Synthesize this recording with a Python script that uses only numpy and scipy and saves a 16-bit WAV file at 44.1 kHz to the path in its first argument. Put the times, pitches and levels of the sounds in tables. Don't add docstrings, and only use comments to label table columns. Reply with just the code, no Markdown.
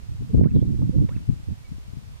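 import sys
import numpy as np
from scipy import signal
from scipy.fft import rfft, irfft
from scipy.io import wavfile
from scipy.ndimage import uniform_filter1d, minimum_filter1d

SR = 44100
rng = np.random.default_rng(int(sys.argv[2]) if len(sys.argv) > 2 else 0)


def inscribe(sig):
    pcm = np.round(np.clip(np.atleast_2d(sig).T, -1, 1) * 32767)
    wavfile.write(sys.argv[1], SR, pcm.astype(np.int16))


N = 97020
T = np.arange(N) / SR

# frequency_hz, relative_db
HISS_SPECTRUM = [(100, -3.5), (380, 4), (600, 2), (1000, 0.5), (1600, -3.5), (2400, -3.5), (5000, -7),
                 (9000, -12.5), (15000, -20)]
# frequency_hz, relative_db
WIND_SPECTRUM = [(15, -30), (25, -11), (65, 3.5), (113, 6), (192, -2.5), (308, -12), (412, -23.5),
                 (628, -39), (1200, -55.5), (2600, -86)]
# time_s, relative_db, left_minus_right_db
GUST_CURVE = [(0.0, -33.5, -10), (0.074, -35.5, -5.5), (0.104, -26.5, -2.5), (0.18, -32.5, -2.5),
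              (0.222, -20, 5.5), (0.262, -35, -5.5), (0.331, -23, -1), (0.343, -11, 8.5), (0.457, -9.5, -9),
              (0.518, -20.5, -0.5), (0.567, -6, -2), (0.606, -19.5, -3), (0.632, -16, -5),
              (0.778, -22.5, -5), (0.841, -14, -1.5), (0.866, -23.5, -4), (0.905, -16.5, -2.5),
              (0.921, -34, -8), (0.961, -16, -5.5), (1.02, -13, -2.5), (1.092, -29, -3),
              (1.16, -25.5, -0.5), (1.269, -38, 3.5), (1.293, -16, 7), (1.36, -31.5, 5.5),
              (1.454, -37.5, -3), (1.508, -19.5, -7), (1.563, -39.5, -3.5), (1.682, -41.5, -4),
              (1.716, -30, 6), (1.848, -39.5, -1.5), (1.88, -37, 8.5), (1.98, -33, 7), (2.003, -41, 4),
              (2.083, -36, 7), (2.195, -39, -13)]
# centre_s, strength_db, left_minus_right_db, pitch_hz
BUFFET_HITS = [(.102, -26, -4, 115), (0.211, -17, 7, 110.3), (0.3466, -2.5, 6.5, 180),
               (0.3549, -10.5, 5.5, 191), (0.383, -8, 10, 159), (0.3953, -1.5, 16, 153),
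               (0.4124, -1.5, -8.5, 227), (0.417, 5, -4, 138), (0.4366, -2, -7, 190),
               (0.4514, -1, -6, 121.7), (0.4586, -1.5, -6, 210), (0.4716, -6, -6, 150),
               (0.5518, -8.5, 23, 139), (0.5696, -5, -0.5, 119), (0.6271, -4, -10, 167),
               (0.8953, -4, -8, 126), (0.9859, -6.5, -7, 129), (1.165, -13, -7.5, 120),
               (1.2911, -7, 10.5, 113), (1.2994, -9.5, 7, 96), (1.488, -16.5, -4, 144),
               (1.511, -14, 0, 100), (1.718, -29, 7, 108), (1.785, -27, 11, 130), (1.884, -22, 8, 69.4),
               (1.937, -23.5, 7, 115), (1.972, -19, 7.5, 103)]
# start_s, length_s, first_hz, middle_hz, last_hz, level_db
COO_NOTES = [(0.285, 0.048, 492, 443, 391, -44), (0.917, 0.059, 470, 518.6, 530, -40)]
# start_s, level_db, snap_gap_s, second_snap_relative_db, centre_hz,
# cut_an_octave_away_db, whistle_db, whistle_stretch_ratio, whistle_swell_db
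POP_CALLS = [(0.441, -35.5, 0.0039, -5.5, 1900, 18, -48, .96, -11.5),
             (1.089, -44.5, 0.002235, 2.5, 1400, -1.5, -57, 1.01, 2.5)]
# pitch_hz, relative_db, t60_s
SAC_RINGS = [(506, 5.5, 0.018), (978, 0, 0.031), (1590, -3.5, 0.012), (1850, -1.5, 0.012),
             (2120, -3.5, 0.015), (2890, -6, 0.014), (3470, -13, 0.016)]
# after_pop_s, pitch_hz, relative_db
WHISTLE_ARCH = [(.002, 980, 5), (.018, 1165, 0), (.036, 1440, 0.5), (.047, 1786, -1.5), (.058, 2342, -10),
                (.069, 2748, 0), (.076, 2450, 3), (.083, 1472, -2.5), (.092, 930, -6.5)]
# start_s, length_s, first_hz, middle_hz, last_hz, level_db
WING_STROKES = [(0.543, .05, 4150, 3484, 3160, -60.5), (.578, .058, 2560, 3256, 4150, -64)]
# time_s, pitch_hz, level_db
PEEP_CURVE = [(1.636, 2200, -74), (1.649, 2300, -58), (1.667, 2225, -59), (1.69, 2300, -67),
              (1.702, 2300, -80)]


def undb(db):
    return 10 ** (np.asarray(db) / 20)


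def unit(x):
    return x / np.sqrt(np.mean(x ** 2))


def pan(pan_db):
    gains = undb(np.array([pan_db, -pan_db]) / 2).reshape(2, -1)
    return gains / np.sqrt(np.mean(gains ** 2, axis=0))


def wander(rate_hz):
    hold = max(int(SR / rate_hz), 1)
    steps = np.repeat(rng.standard_normal(N // hold + 2), hold)
    return unit(uniform_filter1d(steps, hold)[:N])


def noise(spectrum):
    hz, db = np.array(spectrum).T
    bin_hz = np.maximum(np.arange(N // 2 + 1) * SR / N, 1)
    eq = undb(np.interp(np.log(bin_hz), np.log(hz), db))
    return unit(irfft(rfft(rng.standard_normal((2, N))) * eq, N))


def tone(hz):
    return np.sin(2 * np.pi * np.cumsum(hz) / SR)


def glide(points, start_s=0):
    time_s, hz, db = np.array(points).T
    gate = (T > start_s + time_s[0]) & (T < start_s + time_s[-1])
    pitch = uniform_filter1d(np.interp(T - start_s, time_s, hz), size=256)
    envelope = uniform_filter1d(gate * undb(np.interp(T - start_s, time_s, db)), size=128)
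    return tone(pitch) * envelope


def bend(start_s, length_s, first_hz, middle_hz, last_hz):
    progress = np.clip((T - start_s) / length_s, 0, 1)
    parabola = np.polyfit([0, .5, 1], [first_hz, middle_hz, last_hz], 2)
    return np.polyval(parabola, progress), np.sin(np.pi * progress) ** 2


def hiss(gain_db=-55.5, crossfeed=0.26):
    air = noise(HISS_SPECTRUM)
    opposite = signal.lfilter(*signal.butter(1, 5000, fs=SR), air[::-1])
    return undb(gain_db) * (air - crossfeed * opposite) * pan(-1)


def wind(trim_db=-1.5, neutral_db=-18.5, brighten=0.33, flicker_db=4.5, crossfeed=0.4):
    time_s, db, pan_db = np.array(GUST_CURVE).T
    gust_db = np.interp(T, time_s, db)
    tilt_db_per_octave = brighten * np.minimum(gust_db - neutral_db, 4)
    eddies = rfft(noise(WIND_SPECTRUM))
    bin_hz = np.arange(N // 2 + 1) * SR / N
    bin_octave = np.log2(np.clip(bin_hz / 100, .5, 8))
    rumble = 0
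    for octave in range(-1, 4):
        band = irfft(eddies * np.maximum(1 - abs(bin_octave - octave), 0), N)
        rumble = rumble + band * undb(octave * tilt_db_per_octave + flicker_db * wander(70))
    rumble = rumble / np.sqrt(uniform_filter1d(rumble ** 2, size=2000, axis=1))
    rumble = unit(rumble - crossfeed * rumble[::-1])
    return rumble * undb(gust_db + trim_db) * pan(np.interp(T, time_s, pan_db))


def buffets():
    out = 0
    for centre_s, db, pan_db, hz in BUFFET_HITS:
        offset_squared = (np.pi * hz * (T - centre_s)) ** 2
        thump = (1 - 3 * offset_squared) / (1 + offset_squared) ** 3
        polarity = np.array([[-1], [1]]) * np.sign(pan_db)
        out = out + undb(db) * thump * polarity * pan(pan_db) / np.sqrt(2)
    return out


def coos(octave_db=-29.5):
    out = 0
    for *shape, db in COO_NOTES:
        hz, swell = bend(*shape)
        out = out + undb(db) * swell * (tone(hz) + undb(octave_db) * tone(2 * hz))
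    return out


def pops(attack_s=0.00033):
    out = 0
    for start_s, db, gap_s, second_db, centre_hz, cut_db, *_ in POP_CALLS:
        for snap_s, snap_db in ((start_s, db), (start_s + gap_s, db + second_db)):
            age = np.maximum(T - snap_s, 0)
            attack = 1 - np.exp(-age / attack_s)
            for hz, ring_db, t60_s in SAC_RINGS:
                decay = np.exp(-np.log(1000) * np.minimum(age / t60_s, 10))
                gain = undb(snap_db + ring_db - cut_db * np.log2(hz / centre_hz) ** 2)
                out = out + gain * attack * decay * np.sin(2 * np.pi * hz * age)
    return out


def whistles(roughness=0.17):
    out = 0
    arch_end_s = WHISTLE_ARCH[-1][0]
    for start_s, *_, whistle_db, stretch, swell_db in POP_CALLS:
        points = [(at * stretch, hz, db + swell_db * at / arch_end_s) for at, hz, db in WHISTLE_ARCH]
        grain = 1 + roughness * wander(500)
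        out = out + undb(whistle_db) * glide(points, start_s) * grain
    return out


def swishes(width_hz=900):
    out = 0
    for *shape, db in WING_STROKES:
        hz, swell = bend(*shape)
        phase = 2 * np.pi * np.cumsum(hz) / SR
        rub = wander(width_hz) * np.sin(phase) + wander(width_hz) * np.cos(phase)
        out = out + undb(db) * np.sqrt(swell) * rub
    return out


def peep():
    return glide(PEEP_CURVE)


def open_ground(birds, scatter_db=-8.5, t60_s=0.23):
    age = T[:SR // 2]
    tail = rng.standard_normal((2, len(age))) * np.exp(-np.log(1000) * age / t60_s)
    tail = tail / np.sqrt(np.sum(tail ** 2, axis=1, keepdims=True))
    scatter = signal.fftconvolve(birds[None], tail, axes=1)[:, :N]
    return birds * pan(-4) + undb(scatter_db) * scatter


def scene():
    return hiss() + wind() + buffets() + open_ground(coos() + pops() + whistles() + swishes() + peep())


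def record(dry, threshold_db=-14.5, attack_s=0.035, release_s=0.065, ceiling=.94, top_hz=15400):
    step = 1 / (attack_s * SR)
    loudness = np.sqrt(signal.lfilter([step], [1, step - 1], np.mean(dry ** 2, axis=0)))
    overshoot = np.log(np.maximum(loudness / undb(threshold_db), 1))
    release = np.exp(-T / release_s)
    duck = np.maximum.accumulate(overshoot / release) * release
    gain = np.minimum(np.exp(-duck), ceiling / abs(dry).max(axis=0))
    held = minimum_filter1d(gain, size=401)
    smoothed = uniform_filter1d(uniform_filter1d(held, size=201), size=201)
    high_cut = signal.ellip(10, .2, 80, top_hz, fs=SR, output="sos")
    return signal.sosfilt(high_cut, dry * smoothed)


dry = scene()
out = record(dry)
inscribe(out)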